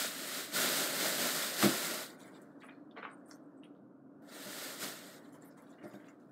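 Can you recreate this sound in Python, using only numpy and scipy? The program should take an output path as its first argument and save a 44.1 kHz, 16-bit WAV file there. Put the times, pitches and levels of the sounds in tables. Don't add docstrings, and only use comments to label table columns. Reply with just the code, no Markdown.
import sys
import numpy as np
from scipy import signal
from scipy.fft import rfft, irfft, next_fast_len
from scipy.io import wavfile
from scipy.ndimage import uniform_filter1d, map_coordinates

SR = 44100
rng = np.random.default_rng(int(sys.argv[2]) if len(sys.argv) > 2 else 0)


def attenuation_scalar(level_db):
    decades = np.asarray(level_db, float) / 20
    return 10 ** decades


def master_out(mix):
    frames = np.transpose(np.atleast_2d(mix))
    ceiling = np.clip(frames, -1, 1)
    pcm = np.round(ceiling * 32767).astype(np.int16)
    wavfile.write(sys.argv[1], SR, pcm)


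N = 278660

# (time [s], level [dB])
SLIDE_STROKES = [
    [(0.0, -34.5), (0.05, -36), (0.13, -43.5), (0.39, -40), (0.51, -49.5)],
    [(0.51, -50), (0.55, -34), (0.6, -32), (0.84, -34.5), (0.92, -39), (1.03, -33), (1.18, -37),
     (1.22, -33.5), (1.57, -39), (1.64, -29.5), (1.68, -36.5), (1.86, -37.5), (2.03, -43.5), (2.17, -67.5)],
    [(4.22, -64.5), (4.364, -50.5), (4.638, -43), (4.776, -49), (4.828, -39), (4.998, -51.5), (5.17, -54.5),
     (5.214, -64.5), (5.3, -64)],
]
# (frequency [Hz], level per Hz [dB])
SKIN_COLOUR = [(530, -41), (900, -22), (1090, -10), (1420, 0.5), (1620, -4.5), (1780, -2), (2230, -5.5),
               (2480, -8.5), (3810, -4), (5140, -6), (5590, -9.5), (8280, -6.5), (10300, -12.5),
               (12100, -9.5), (15600, -13.5)]
# (frequency [Hz], level per Hz [dB])
SLAB_COLOUR = [(65, -55.5), (110, -18.5), (150, -8), (242, -2.5), (305, -5), (367, -3), (436, -5.5),
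               (519, -4.5), (600, 1), (741, -8), (1100, -12.5), (1430, -27.5), (2420, -120)]
STROKE_LEAN = [-9.5, -7.5, -7]
# (frequency [Hz], level per Hz [dB])
ROOM_COLOUR = [(30, -31), (60, -20), (100, -21.5), (180, -15.5), (270, -14.5), (420, -23), (700, -25.5),
               (800, -34.5), (1400, -35), (2000, -43.5), (3000, -53.5), (13300, -58.5), (14000, -63),
               (20000, -74)]
# (time [s], level [dB])
UPPER_ROOM_LEVEL = [(2.1, -60.5), (2.92, -63.5), (3.13, -60.5), (4.05, -67), (4.27, -62), (5.4, -62.5),
                    (6.08, -62), (6.32, -67)]
# (frequency [Hz], width [Hz], level [dB])
APPLIANCE_DRONE = (286, 52, -59)
# (time [s], level [dB], centre [Hz], length [s], relative snap level [dB])
SMACK_CONTACTS = [(1.627, -27.5, 1295, 0.013, 1.5), (1.654, -30.5, 1500, 0.0092, -17),
                  (2.622, -50, 2180, 0.037, -8), (2.6355, -48.5, 1520, 0.034, -10),
                  (2.6876, -46, 2050, 0.029, -7), (2.712, -58.5, 3900, 0.09, -8.5),
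                  (2.912, -56, 3470, 0.025, -1), (2.965, -41.5, 1210, 0.028, -7.5),
                  (2.9776, -41, 750, 0.033, -2), (3.03, -38, 1340, .028, -5),
                  (3.052, -40.5, 1140, .035, 2.5), (3.1, -59, 3800, .02, -8),
                  (3.312, -51.5, 1580, .015, -2.5), (3.635, -53, 2820, 0.038, -3),
                  (3.75, -62.5, 3170, 0.038, -5.5), (5.7856, -55, 1920, 0.026, -8),
                  (5.816, -52.5, 1710, 0.041, -10), (5.936, -58, 2860, 0.012, -4),
                  (6.003, -54, 2060, 0.063, -13.5), (6.046, -53, 3290, 0.018, -18),
                  (6.085, -52.5, 2090, 0.0098, -3.5)]
# (time [s], level [dB], length of the push [s])
WRIST_BUMPS = [(1.635, -16.5, 0.0028), (1.644, -18.5, 0.0073), (1.659, -27, 0.0023), (1.671, -24.5, 0.0023),
               (4.461, -42, 0.0031), (4.821, -42, 0.0034), (5.837, -37.5, 0.006), (5.855, -35.5, 0.00096),
               (5.941, -36.5, 0.0018)]
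# (frequency [Hz], relative level [dB], t60 [s])
COUNTER_MODES = [(138, -12, .15), (204, 0.5, 0.075), (252, -2.5, 0.088), (302.3, -1.5, 0.11),
                 (337, -11, 0.17), (498, -11.5, 0.062), (608, -6.5, 0.085), (672, 1, 0.027),
                 (1340, -11.5, 0.031)]
# (time [s], level [dB], fade [dB/s])
SLIME_SQUEEZES = [(2.1, -55, 79), (2.2, -56.5, 27), (2.264, -57.5, 67), (2.354, -59, 97), (2.42, -63, 89),
                  (2.61, -65.5, 98), (2.696, -71, 113), (3.29, -63.5, 120), (5.17, -62.5, 13),
                  (5.348, -56.5, 250), (5.421, -57.5, 95), (5.576, -59.5, 73), (5.67, -64.5, 50),
                  (5.838, -58.5, 30), (5.94, -61, 70), (6.06, -59.5, 150), (6.2, -69.5, 50)]
# (frequency [Hz], level per Hz [dB])
CRACKLE_COLOUR = [(1350, -5), (2300, -5), (2570, -12), (3540, -8), (6260, -13.5), (7890, -11), (10400, -13),
                  (12400, -16), (15600, -16)]
# (time [s], level [dB], centre [Hz], width [octaves], relative snap level [dB])
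THREAD_TICKS = [(2.197, -54, 8800, 0.8, -5), (2.23, -62, 4600, .5, -8), (2.27, -55, 9050, .6, -6),
                (2.345, -56.5, 3630, 0.58, -6.5), (2.418, -52.5, 8200, 0.92, -2),
                (2.605, -54.5, 5140, 0.98, -6), (2.646, -55, 9100, 0.62, -6.5),
                (3.114, -56, 8430, 0.19, -8.5), (3.18, -64, 8000, .25, -9), (3.26, -54.5, 8760, 0.28, -7),
                (3.289, -50.5, 9450, 0.89, -4), (3.312, -51.5, 5520, 0.54, 4), (3.334, -51, 8400, .9, -5),
                (3.439, -68.5, 8500, .2, -6), (3.578, -61.5, 7900, 0.19, -9),
                (3.645, -62, 9360, 0.26, -2.5), (4.223, -62, 12200, 0.61, 1), (5.25, -64, 4000, 0.55, -8),
                (5.33, -52.5, 8260, 1.1, -4), (5.423, -60.5, 7450, 0.28, 4), (5.458, -52, 12200, 0.51, -7),
                (5.509, -58, 5530, 0.63, -6), (5.579, -52.5, 9500, 1.6, -4), (5.623, -61, 11000, 0.75, 10),
                (5.67, -58, 3800, .6, -8), (5.70, -53.5, 6530, 1.33, -10), (5.728, -59, 3800, 0.51, -3),
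                (5.831, -57, 5250, 0.9, -7), (5.881, -55.5, 12500, 0.72, 2), (5.939, -49, 7050, 2.4, 2),
                (5.998, -58, 7900, 1.5, -5), (6.087, -57.5, 6200, 0.72, 3), (6.204, -60, 5540, 1.3, -4),
                (6.287, -60.5, 9000, 1.6, -3)]
# (frequency [Hz], t60 [s])
KITCHEN_DECAY = [(200, 0.18), (2000, 0.41), (10000, 0.076)]
# (frequency [Hz], level per Hz [dB])
NOISE_THRESHOLD = [(1200, -125), (2300, -103), (6000, -105), (15000, -108)]

LOW_CUT_HZ, TOP_HZ = 115, 15740
SMACK_OCTAVES, SMACK_REF_HZ, SMACK_NARROWS = 1.21, 1190, 0.83
TICK_S = 0.038
SQUEEZE_RISE_DB_PER_S = 900


def unit(x):
    return x / np.sqrt(np.mean(x ** 2) + 1e-20)


def along(points, hz):
    f, value = np.transpose(points)
    return np.interp(np.log(hz + 1), np.log(f + 1), value)


def wobble(rate):
    knots = rng.standard_normal(int(N * rate / SR) + 4)
    return map_coordinates(knots, [np.arange(N) * rate / SR])


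def filtered(x, response):
    m = next_fast_len(len(x) + 8192)
    return irfft(rfft(x, m) * response(np.fft.rfftfreq(m, 1 / SR)), m)[:len(x)]


def gritty(spectrum, grit_db):
    unevenness = np.minimum(rng.exponential(size=N), 5)
    slips = rng.standard_normal(N) * attenuation_scalar(abs(grit_db) * unevenness)
    return unit(filtered(slips, lambda hz: attenuation_scalar(along(spectrum, hz))))


def strokes(tables, over_db):
    t, gain = np.arange(N) / SR, np.zeros(N)
    for rows, extra_db in zip(tables, over_db):
        gain += attenuation_scalar(extra_db + np.interp(t, *np.transpose(rows), -150, -150))
    return uniform_filter1d(gain, size=400)


def forearm():
    catch = wobble(14)
    hiss_gain = strokes(SLIDE_STROKES, np.zeros(len(SLIDE_STROKES)))
    hiss_gain = hiss_gain * attenuation_scalar(0.48 * catch + 0.49 * wobble(70))
    rumble_gain = strokes(SLIDE_STROKES, STROKE_LEAN)
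    rumble_gain = rumble_gain * attenuation_scalar(1.4 * catch + 0.68 * wobble(25))
    hiss = hiss_gain * gritty(SKIN_COLOUR, grit_db=2.0)
    rumble = rumble_gain * gritty(SLAB_COLOUR, grit_db=3.0)
    return hiss + rumble


def room():
    hz, width, drone_db = APPLIANCE_DRONE
    s, level = np.transpose(UPPER_ROOM_LEVEL)
    rush = gritty(ROOM_COLOUR, grit_db=0.0)
    upper = filtered(rush, lambda f: 1 / (1 + (380 / (f + 1)) ** 4))
    lower = attenuation_scalar(-62.5 + 1.2 * wobble(3.0)) * unit(rush - upper)
    upper_gain = attenuation_scalar(np.interp(np.arange(N) / SR, s, level))
    drone = filtered(rng.standard_normal(N), lambda f: 1 / (1 + ((f - hz) / width * 2) ** 2))
    return lower + upper_gain * unit(upper) + attenuation_scalar(drone_db) * unit(drone)


def pops(events, lead, squareness, cycles, ring_db, ragged_db, count):
    out, t = np.zeros(N + SR), np.arange(SR // 4) / SR - 0.03
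    after = np.maximum(t, 0)
    for s, db, hz, length, octaves, snap_db in events:
        late = rng.exponential(size=(count, 1))
        pitch, size = rng.standard_normal((2, count, 1))
        pocket_hz = np.clip(hz * 2 ** (0.6 * octaves * pitch), 200, TOP_HZ)
        u = np.maximum(t - 0.52 * length * late, 0)
        decay = attenuation_scalar(ring_db + 3 * size - 6 * late - 60 * u * pocket_hz / cycles)
        rings = decay * np.sin(2 * np.pi * pocket_hz * u) * (1 - np.exp(-u * pocket_hz / 2))

        snap = attenuation_scalar(snap_db - 60 * after * hz * octaves / 9)
        snap = snap * np.sin(2 * np.pi * hz * after) * (1 - np.exp(-2 * after * hz))

        burst = np.where(t < 0, np.exp(-(t / lead) ** 2), np.exp(-(np.abs(t) / length) ** squareness))
        spits = attenuation_scalar(ragged_db * np.repeat(rng.standard_normal(len(t) // 100 + 1), 100)[:len(t)])
        colour = ragged_db * rng.standard_normal(100)

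        def band(f):
            bell = np.exp(-(np.log2((f + 1) / hz) / octaves) ** 2)
            return bell * attenuation_scalar(np.interp(f, np.arange(100) * 220, colour))

        fizz = filtered(rng.standard_normal(len(t)) * burst * spits, band)
        fizz = fizz / np.abs(fizz).max()
        start = round((s + t[0]) * SR)
        out[start:start + len(t)] += attenuation_scalar(db) * (5.3 * snap + 2.4 * rings.sum(0) + 0.98 * fizz)
    return out[:N]


def smacks():
    events = []
    for s, db, hz, length, snap_db in SMACK_CONTACTS:
        octaves = SMACK_OCTAVES * (SMACK_REF_HZ / hz) ** SMACK_NARROWS
        events.append((s, db, hz, length, octaves, snap_db))
    return pops(events, lead=0.005, squareness=1.5, cycles=18, ring_db=-10, ragged_db=3.5, count=24)


def bumps():
    out, t = np.zeros(N + SR), np.arange(SR // 2) / SR
    for s, db, push in WRIST_BUMPS:
        ring = np.zeros(len(t))
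        for hz, level, t60 in COUNTER_MODES:
            decay = attenuation_scalar(level + rng.normal(0, 1.0) - 60 * t / t60)
            ring += decay * np.sin(2 * np.pi * hz * t)
        ring = ring * (1 - np.exp(-t / abs(push)))
        out[round(s * SR):][:len(t)] += attenuation_scalar(db) * ring / np.abs(ring).max()
    return out[:N]


def squeezing():
    s, db, fade = np.transpose(SLIME_SQUEEZES)
    t = np.arange(N) / SR
    last = np.searchsorted(s, t) - 1
    fading = np.where(last < 0, -150, db[last] - fade[last] * (t - s[last]))
    coming = np.minimum(last + 1, len(s) - 1)
    rising = db[coming] - SQUEEZE_RISE_DB_PER_S * np.abs(s[coming] - t)
    return uniform_filter1d(attenuation_scalar(np.maximum(fading, rising)), size=400)


def crackle():
    z = signal.stft(gritty(CRACKLE_COLOUR, grit_db=4.0), nperseg=512)[2]
    patches = uniform_filter1d(rng.standard_normal(z.shape), 9, 0)
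    patches = uniform_filter1d(patches, 6, 1)
    grains = signal.istft(z * attenuation_scalar(2.1 * unit(patches)), nperseg=512)[1][:N]
    return squeezing() * unit(grains)


def ticks():
    events = [(s, db, hz, TICK_S, octaves, snap_db) for s, db, hz, octaves, snap_db in THREAD_TICKS]
    return pops(events, lead=0.012, squareness=3.4, cycles=67, ring_db=-12.5, ragged_db=5.0, count=20)


def kitchen(x):
    hz, t, z = signal.stft(rng.standard_normal(SR // 2), SR, nperseg=256)
    decay = attenuation_scalar(-60 * t / along(KITCHEN_DECAY, hz)[:, None])
    tail = signal.istft(z * decay, SR, nperseg=256)[1]
    delayed = np.pad(tail, (300, 0))
    return signal.fftconvolve(x, delayed / np.linalg.norm(tail))[:N]


def scene():
    near = smacks() + bumps() + crackle() + ticks()
    mix = forearm() + room() + near + attenuation_scalar(-9.5) * kitchen(near)
    return np.tile(mix, (2, 1))


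def suppress(x, depth_db):
    hz, _, z = signal.stft(x, SR, nperseg=512, scaling="psd")
    power = np.abs(uniform_filter1d(2 * np.abs(z) ** 2, size=4, axis=1))
    noise_power = attenuation_scalar(2 * along(NOISE_THRESHOLD, hz))[:, None]
    share = power / (power + noise_power)
    gain = np.maximum(share ** 3.84, attenuation_scalar(depth_db))
    return signal.istft(z * gain, SR, nperseg=512, scaling="psd")[1][:N]


def top_cut(x):
    return signal.sosfilt(signal.butter(12, 15740, fs=SR, output="sos"), x)


def record(dry):
    def response(hz):
        low_cut = 1 / (1 + (LOW_CUT_HZ / (hz + 1)) ** 8)
        return (hz < TOP_HZ) * np.maximum(low_cut, 0.08)

    band = filtered(dry[0], response)
    mix = np.tile(suppress(band, depth_db=-13.5), (2, 1))
    return top_cut(mix)


dry = scene()
out = record(dry)
master_out(out)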